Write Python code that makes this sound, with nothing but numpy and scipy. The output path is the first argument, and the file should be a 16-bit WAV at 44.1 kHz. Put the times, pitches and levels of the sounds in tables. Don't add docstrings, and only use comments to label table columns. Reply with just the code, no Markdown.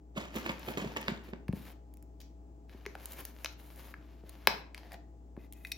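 import sys
import numpy as np
from scipy import signal
from scipy.fft import rfft, irfft
from scipy.io import wavfile

SR = 44100
rng = np.random.default_rng(int(sys.argv[2]) if len(sys.argv) > 2 else 0)


def to_wav(s):
    ch = np.atleast_2d(s).T
    pcm = np.round(np.clip(ch, -1, 1) * 32767)
    wavfile.write(sys.argv[1], SR, pcm.astype(np.int16))


N = 254456
T = np.arange(N) / SR
BLOW_T = T[:SR // 4]
FREQ = np.maximum(np.arange(N + 1) * SR / (2 * N), 1)
TOP_HZ = 16000


def amp(db):
    return 10 ** (np.asarray(db) / 20)


def unit(x):
    return x / np.sqrt(np.mean(x ** 2))


def by_hz(points, hz=FREQ):
    f, value = np.transpose(points)
    return np.interp(np.log(hz), np.log(f), value)


def filtered(x, gain):
    return irfft(rfft(x, 2 * N) * gain)[..., :N]


def coloured(x, points):
    return unit(filtered(x, amp(by_hz(points))))


def add(track, s, sound):
    i = int(s * SR)
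    track[i:i + len(sound)] += sound[:max(N - i, 0)]


def walk(per_s):
    return 1.2 * np.interp(T * per_s, np.arange(1024), rng.standard_normal(1024))


def swell(s, rise_s, fall_s, hold_s=0):
    return np.exp(-(np.maximum(s - T, 0) / rise_s) ** 2 - np.maximum(T - s - hold_s, 0) / fall_s)


def sliding(rows):
    return sum(amp(db) * swell(s, rise_s=0.021, fall_s=0.0083, hold_s=length) for s, length, db in rows)


def crackle(per_s, spread_db):
    impulses = (rng.random(N) < per_s / SR) * rng.standard_normal(N)
    return impulses * amp(spread_db * np.minimum(rng.exponential(size=N), 4))


def diffuse(wide_hz):
    mid, side = rng.standard_normal((2, N))
    side = filtered(side, 0.86 * FREQ / np.hypot(FREQ, wide_hz))
    return np.array([mid + side, mid - side])


def ring(modes, pitch=1, centre_hz=None, octaves=1.6):
    hz, t60, db = np.transpose(modes)[:, :, None]
    age = pitch * BLOW_T
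    y = np.sum(amp(db) / t60 * np.sin(2 * np.pi * hz * age) * np.exp(-np.log(1000) * age / t60), axis=0)
    if centre_hz:
        band = [centre_hz / 2 ** octaves, min(centre_hz * 2 ** octaves, TOP_HZ)]
        y = signal.sosfilt(signal.butter(2, band, "band", fs=SR, output="sos"), y)
    return y / np.abs(y).max()


def bend(x, lag_s):
    return filtered(x, np.exp(-4j * np.pi * lag_s * np.sqrt(1000 * FREQ)))


def small_body(x, low_hz, order=3):
    return signal.sosfilt(signal.butter(order, low_hz, "high", fs=SR, output="sos"), x)


# frequency in Hz, gain in dB.
TICK_COLOUR = [(1500, -20), (4800, -4), (6500, -19), (8500, -3), (11500, -5.5), (16000, -18)]


def ticks(rows, fall_s, colour=TICK_COLOUR):
    envelope = np.zeros(N)
    for s, db in rows:
        add(envelope, s, amp(db) * np.exp(-BLOW_T / fall_s))
    return filtered(envelope * rng.choice([-1, 1], N), amp(by_hz(colour)))


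# frequency in Hz, level in dB.
MOTOR_TONES = [(59.2, -51), (177.6, -69.5), (301.5, -69), (333.8, -75), (414.5, -72.5), (662.1, -71),
               (710.6, -82), (829, -70.5)]
# frequency in Hz, gain in dB.
FAN_COLOUR = [(25, -15.5), (55, 6), (130, 5.5), (180, 0.5), (230, 5), (300, 8), (420, -3), (800, -10.5),
              (1500, -26.5), (4000, -35), (7500, -30), (11000, -47.5), (16000, -33.5)]
# time in seconds, gain in
# dB.
BACKGROUND_STEP = [(0, -4), (.14, -2), (.18, -1)]


def appliance():
    out = amp(-59.5) * coloured(diffuse(wide_hz=704), FAN_COLOUR)
    for k, (hz, db) in enumerate(MOTOR_TONES):
        waver = 1 if k else 0.1
        phase = 2 * np.pi * (hz * T + rng.random()) + waver * 0.11 * walk(6.5)
        port_lag_rad = np.array([[0], [2 * np.pi * hz * 0.0004]])
        level = np.sqrt(2) * amp(db + waver * 0.69 * walk(4.1))
        out += level * np.sin(phase - port_lag_rad)
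    return out * amp(np.interp(T, *np.transpose(BACKGROUND_STEP)))


def bubbles(low_hz, high_hz, cycles, glide, count=6000):
    cloud = np.zeros(N)
    for when, size, strength in rng.random((count, 3)):
        hz = low_hz * (high_hz / low_hz) ** size
        age = T[:int(2 * cycles / hz * SR)] * hz / cycles
        pocket = np.sin(2 * np.pi * cycles * age * (1 + glide * age / 2)) * np.exp(-np.pi * age)
        add(cloud, when * T[-1], (0.5 + strength) * np.sqrt(hz) * pocket)
    return unit(cloud)


# frequency in Hz, t60 in seconds, level in dB.
WET_WALL_MODES = [(744, 0.012, 4), (1155, 0.012, 5), (1820, 0.01, 4), (2740, 0.0037, -5),
                  (2950, 0.0067, -12), (3760, 0.003, -23.5), (5250, 0.0046, -5.5)]
WET_DETUNE = 0.16


def drops():
    track = np.zeros(N)
    for spot in np.linspace(-1, 1, 12):
        hits = crackle(per_s=400 / 12, spread_db=0.5)
        track += signal.oaconvolve(hits, ring(WET_WALL_MODES, 1 + WET_DETUNE * spot))[:N]
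    return unit(track)


# peak time in seconds, splash in dB, gulp in dB, rise in seconds,
# run-back in dB relative to the impact.
SLOSHES = [(0.18, -42, -47, 0.016, -2), (0.365, -44, -44.5, 0.015, -5.5), (0.464, -42.5, -48, 0.0088, -12),
           (.499, -36.5, -41, 0.0072, -19), (0.689, -46, -43.5, 0.012, -3.5),
           (0.776, -36, -43.5, 0.0041, -4.5), (0.966, -40, -41.5, 0.0052, -8),
           (1.083, -36, -36.5, 0.0028, -14), (1.289, -59, -48.5, 0.0055, -28),
           (1.334, -59, -44.5, 0.0037, -30)]
# frequency in Hz, gain in dB.
SPRAY_COLOUR = [(450, -2), (1100, 6.5), (1700, 6.5), (2300, 10.5), (3100, 6.5), (4200, 0.5), (5400, -10.5),
                (7000, 2), (11000, -13), (15500, -5.5)]
GULP_COLOUR = [(70, -11.5), (135, -3.5), (370, -0.5), (510, -3), (660, -4.5), (1400, -22), (3000, -53)]


def sloshing():
    splash, gulp = np.zeros((2, N))
    for s, splash_db, gulp_db, rise_s, runback_db in SLOSHES:
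        stroke = swell(s, rise_s, fall_s=0.0078) + amp(runback_db) * swell(s, rise_s, fall_s=0.079)
        splash += amp(splash_db) * stroke
        gulp += amp(gulp_db) * stroke
    spray = unit(crackle(per_s=3700, spread_db=-1.5))
    spray += amp(-2) * bubbles(597, 4850, cycles=12.2, glide=0.34)
    pockets = bubbles(136, 936, cycles=3.6, glide=0.22)
    spurts = unit(amp(3 * walk(170)))
    spatter = amp(-4.5) * coloured(spray, SPRAY_COLOUR) + amp(-6.5) * drops()
    return amp(3) * (splash * spurts * spatter + gulp * coloured(pockets, GULP_COLOUR))


# peak time in seconds, level in dB, pitch in Hz.
GLUGS = [(0.186, -44.5, 180), (0.369, -38, 178), (.472, -38.5, 211), (.508, -40, 380), (.692, -38, 336),
         (.783, -38, 290), (.826, -33.5, 192), (0.846, -29, 404), (.864, -35, 150), (1.088, -34.5, 240),
         (1.122, -32, 163), (1.334, -37, 252)]


def glugs():
    glide_per_s, upper_ratio = 1.6, 1.53
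    track = np.zeros(N)
    for (s, db, hz), start_cycles in zip(GLUGS, rng.random(len(GLUGS))):
        age = T - s
        phase = 2 * np.pi * (start_cycles + hz * age * (1 + glide_per_s * age / 2))
        throb = np.sin(phase) + amp(-4.5) * np.sin(upper_ratio * phase)
        track += amp(db) * swell(s, rise_s=0.88 / hz, fall_s=1.3 / hz) * throb
    return track


# start in seconds, length in seconds, rub in dB, hiss in dB.
RUBS = [(0.347, 0.76, -57.5, -68.5), (0.37, 0.029, -56, -55), (0.664, 0.059, -65.5, -58),
        (1.25, 0.057, -63.5, -70), (1.563, 0.16, -59, -61), (2.713, 0.33, -65, -72.5),
        (3.009, 0.3, -63.5, -63), (3.11, 0.035, -67, -61), (3.187, 0.023, -54.5, -55.5),
        (3.334, 0.12, -70.5, -70), (3.421, 0.11, -67.5, -67.5), (3.602, 0.18, -64.5, -63.5),
        (3.799, .12, -60, -59.5), (3.972, 0.3, -72, -81), (4.286, 0.32, -64.5, -71),
        (4.767, 0.19, -62.5, -72.5), (5.4, 0.066, -74, -77), (5.575, 0.3, -75.5, -67)]
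# frequency in Hz, gain in dB.
RUB_COLOUR = [(200, 3.5), (620, 6.5), (900, 3), (1500, 2.5), (2400, 0.5), (4200, -5), (6500, -12.5),
              (12000, -35)]
HISS_COLOUR = [(2000, -8.5), (5000, -13.5), (8500, -1), (12000, 5.5), (16000, -5.5)]


def rubbing():
    grip = amp(2 * walk(45))
    grains = unit(crackle(per_s=10000, spread_db=1))
    crinkles = amp(-4) * unit(crackle(per_s=170, spread_db=3))
    rub = coloured(grains + crinkles, RUB_COLOUR)
    hiss = coloured(crackle(per_s=4700, spread_db=-0.5), HISS_COLOUR)
    rub_level = sliding([(s, length, db) for s, length, db, _ in RUBS])
    hiss_level = sliding([(s, length, db) for s, length, _, db in RUBS])
    return grip * (rub_level * rub + hiss_level * hiss)


# start in seconds, level in dB.
NAILS = [(0.36, -26.5), (0.595, -35), (1.013, -30.5), (1.939, -42), (1.971, -44), (2.026, -41.5),
         (3.057, -23.5), (3.121, -28), (3.134, -31.5), (3.252, -22.5), (3.76, -39), (4.294, -32.5),
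         (4.932, -36), (5.525, -31), (5.534, -36)]
# frequency in Hz, gain in dB.
NAIL_COLOUR = [(500, -22), (3200, -10.5), (5800, -14.5), (9000, -2), (16000, -7.5)]


def nails():
    return ticks(NAILS, fall_s=0.0014, colour=NAIL_COLOUR)


# frequency in Hz, t60 in seconds, level in dB.
SHELL_MODES = [(440, 0.085, 3), (1065, 0.0065, 3), (1698, 0.014, 4.5), (2207, 0.0065, 5), (2525, 0.01, 3),
               (3035, 0.018, 0.5), (3420, 0.013, -2.5), (3960, 0.006, 1.5), (4830, 0.007, -4.5),
               (5120, 0.006, -6.5)]
# start in seconds, level in dB, band centre in Hz.
SLAPS = [(.389, -35, 1270), (.461, -24.5, 1510), (0.493, -24, 2900), (.508, -30.5, 1080), (.63, -37, 3000),
         (.685, -28, 1130), (0.738, -33, 2420), (.773, -25, 2390), (.783, -29, 2000), (0.963, -22.5, 1460),
         (1.028, -31, 2190), (1.0814, -14.5, 2200), (1.101, -35, 1390), (1.334, -31.5, 1700)]


def slaps():
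    track = np.zeros(N)
    for (s, db, centre_hz), spot in zip(SLAPS, rng.uniform(-0.6, 0.7, len(SLAPS))):
        smack = ring(WET_WALL_MODES + SHELL_MODES, 1 + WET_DETUNE * spot, centre_hz, octaves=0.89)
        add(track, s, amp(db) * smack)
    return bend(small_body(track, low_hz=510), lag_s=0.001195)


# start in seconds, knock in dB, band centre in Hz, tick in dB.
TAPS = [(1.482, -36.5, 1520, -38.5), (1.527, -39.5, 1550, -41.5), (2.695, -45.5, 2320, -52),
        (2.854, -38, 1790, -65), (4.778, -36.5, 2330, -38.5), (4.919, -38.5, 1700, -35.5),
        (4.942, -38, 3000, -41), (5.366, -46, 889, -59)]


def taps():
    track = np.zeros(N)
    for (s, db, centre_hz, _), spot in zip(TAPS, rng.standard_normal(len(TAPS))):
        add(track, s, amp(db) * ring(SHELL_MODES, 1 + 0.06 * spot, centre_hz, octaves=0.91))
    cracks = ticks([(s, db) for s, _, _, db in TAPS], fall_s=0.0025)
    return bend(small_body(track, low_hz=444), lag_s=0.000783) + cracks


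# start in seconds, level in dB, pitch ratio.
THUDS = [(1.489, -19.5, 0.85), (1.532, -22, 1.16), (1.567, -38, 1.1), (2.746, -36.5, 1.64),
         (3.978, -44, 0.78), (4.236, -38, 1.9), (5.374, -31, 1.57)]
# frequency in Hz, t60 in seconds, level in dB.
THUD_MODES = [(84, 0.13, -6.5), (168, 0.029, 10.5), (223.5, 0.18, 8), (343.5, 0.062, -3.5)]


def thuds():
    track = np.zeros(N)
    attack = 1 - np.exp(-BLOW_T / 0.00037)
    for s, db, pitch in THUDS:
        add(track, s, amp(db) * ring(THUD_MODES, pitch) * attack)
    return bend(track, lag_s=0.0012)


# start in seconds, level in dB.
CUTLERY_CLICKS = [(2.203, -43), (2.214, -45)]
# frequency in Hz, gain in dB.
CUTLERY_COLOUR = [(800, -17), (1900, -5), (7400, -5), (11000, -6.5)]


def far_cutlery():
    return ticks(CUTLERY_CLICKS, fall_s=0.0042, colour=CUTLERY_COLOUR)


# start in seconds, level in dB, hollow note in Hz and relative dB, panel note in Hz,
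# edge note in Hz and relative dB, band half-width in octaves, tick in dB.
BUCKLES = [(2.863, -27.5, 415, 10, 2080, 6070, -17.5, 3.9, -36),
           (2.9524, -33.5, 790, 4.5, 1500, 2220, -24, 1.6, -41),
           (3.446, -23, 656, 5, 2550, 5800, -3.5, 1.87, -22.5),
           (3.459, -24, 1400, 6, 2970, 3900, 0.5, 1.17, -34),
           (3.94, -35.5, 1350, -3.5, 1690, 2100, -8, 0.52, -48),
           (4.746, -34, 1930, -24, 2350, 4900, 9, 0.5, -34.5)]


def buckles():
    t60_cycles = 15.2
    track = np.zeros(N)
    for s, db, hollow_hz, hollow_db, panel_hz, edge_hz, edge_db, octaves, _ in BUCKLES:
        notes = [(hollow_hz, hollow_db), (panel_hz, 0), (edge_hz, edge_db)]
        modes = [(hz, t60_cycles / hz, note_db) for hz, note_db in notes]
        pop = ring(modes, centre_hz=panel_hz, octaves=octaves)
        knock = ring(SHELL_MODES, centre_hz=panel_hz, octaves=octaves)
        add(track, s, amp(db) * (pop + amp(-4) * knock))
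    cracks = ticks([(s, db) for s, *_, db in BUCKLES], fall_s=0.0021)
    return bend(small_body(track, low_hz=303), lag_s=0.00073) + cracks


# frequency in Hz, gain in dB.
CATCH_COLOUR = [(2000, -11), (7000, -6.5), (9500, -3), (12000, 1.5), (16000, -5.5)]
SNAP_S = 4.4724


def snap():
    track = np.zeros(N)
    add(track, SNAP_S, amp(2) * ring(SHELL_MODES))
    add(track, SNAP_S + 0.0081, amp(-22.5) * ring(SHELL_MODES, centre_hz=3940))
    track = signal.sosfilt(signal.butter(4, 6100, fs=SR, output="sos"), track)
    track = small_body(track, low_hz=373, order=7)
    catch = ticks([(SNAP_S, -7)], fall_s=0.00049, colour=CATCH_COLOUR)
    return bend(track, lag_s=0.0006) + catch


def jolt():
    track = np.zeros(N)
    add(track, SNAP_S, amp(-30.5) * ring(THUD_MODES, pitch=0.92))
    return small_body(track, low_hz=110)


# start in seconds, length in seconds, level in dB.
CREAKS = [(4.84, 0.038, -59.5), (4.932, 0.016, -51.5)]
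# frequency in Hz, t60 in seconds, level in dB.
NECK_MODES = [(775, 0.015, 10.5), (1850, 0.0088, 4), (3620, .003, -12)]


def creak():
    slips = crackle(per_s=400, spread_db=2.5)
    return unit(signal.oaconvolve(slips, ring(NECK_MODES))[:N]) * sliding(CREAKS)


# start in seconds, length in seconds, level in dB.
DRAGS = [(5.40, 0.056, -72.5), (5.56, 0.2, -71)]
# start in seconds, ring in dB, band centre in Hz, tick in dB.
CLINKS = [(5.649, -29, 2050, -37), (5.670, -58, 2700, -36), (5.7176, -26, 3140, -24.5),
          (5.7193, -28, 5500, -24.5)]
# frequency in Hz, t60 in seconds, level in dB.
SPOON_MODES = [(2050, 0.022, 2), (2520, 0.028, 3), (3800, 0.008, -3), (4305, 0.04, -7), (5680, 0.016, -1),
               (9490, 0.025, -7), (2210, .13, -6), (2450, .17, -1), (5510, .1, -8)]


def spoon():
    track = np.zeros(N)
    for s, db, centre_hz, _ in CLINKS:
        add(track, s, amp(db) * ring(SPOON_MODES, centre_hz=centre_hz, octaves=0.58))
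    grit = crackle(per_s=2500, spread_db=2)
    scrape = signal.fftconvolve(grit, ring(SPOON_MODES, centre_hz=2200, octaves=0.45))[:N]
    track += unit(scrape) * sliding(DRAGS)
    cracks = ticks([(s, db) for s, _, _, db in CLINKS], fall_s=0.0028)
    return bend(small_body(track, low_hz=1516), lag_s=0.000706) + cracks


# frequency in Hz, t60 in seconds.
ROOM_T60 = [(200, 0.57), (1000, 0.42), (4000, 0.33), (14000, 0.24)]
# frequency in Hz, gain in dB.
ROOM_COLOUR = [(80, -7.5), (300, 2.5), (500, -1), (1100, 0), (2500, -2.5), (5000, 1), (7000, 1.5),
               (9000, -18), (15000, -4.5)]


def kitchen():
    noise, tail = diffuse(wide_hz=450), 0
    centres_hz = 125 * 2. ** np.arange(8)
    for hz, share in zip(centres_hz, np.eye(len(centres_hz))):
        band = filtered(noise, by_hz(np.c_[centres_hz, share]))
        tail += band * np.exp(-np.log(1000) * T / by_hz(ROOM_T60, hz))
    tail *= 1 - np.exp(-T / 0.00034)
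    tail /= np.sqrt(np.sum(tail ** 2) / 2)
    return rfft(tail, 2 * N) * amp(by_hz(ROOM_COLOUR))


def scene():
    liquid = slaps() + sloshing() + glugs()
    knocks = snap() + taps() + nails() + buckles()
    friction = rubbing() + creak()
    counter = spoon() + thuds()
    cutlery = far_cutlery()
    send = amp(-6.5) * liquid + amp(-7) * knocks + amp(-5.5) * friction + amp(-10) * counter
    send += cutlery + jolt()
    pan_db, left_lag_s = 2.25, 0.00022
    late_liquid = filtered(liquid, np.exp(-2j * np.pi * FREQ * left_lag_s))
    shaking = np.array([amp(-pan_db) * late_liquid, amp(pan_db) * liquid])
    direct = shaking + knocks + friction + counter + cutlery
    return direct + filtered(send, kitchen()) + appliance()


# frequency in Hz, left minus right in dB.
PORT_BALANCE = [(60, 3), (400, 1.5), (1500, 2), (4000, 3), (15000, 0.5)]
# frequency in Hz, left lead in radians.
PORT_PHASE = [(2300, 0), (4000, .2), (6600, 0), (7400, 2.1), (8600, 2.9), (11000, 2.2), (13000, 1.5),
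              (15200, .4)]


def record(dry):
    left_gain = amp(by_hz(PORT_BALANCE) / 2) * np.exp(0.5j * by_hz(PORT_PHASE))
    ports = filtered(dry, np.array([left_gain, 1 / left_gain]))
    ports = signal.sosfilt(signal.butter(4, 42, "high", fs=SR, output="sos"), ports)
    return signal.sosfilt(signal.ellip(8, 0.2, 70, TOP_HZ, fs=SR, output="sos"), ports)


dry = scene()
out = record(dry)
to_wav(out)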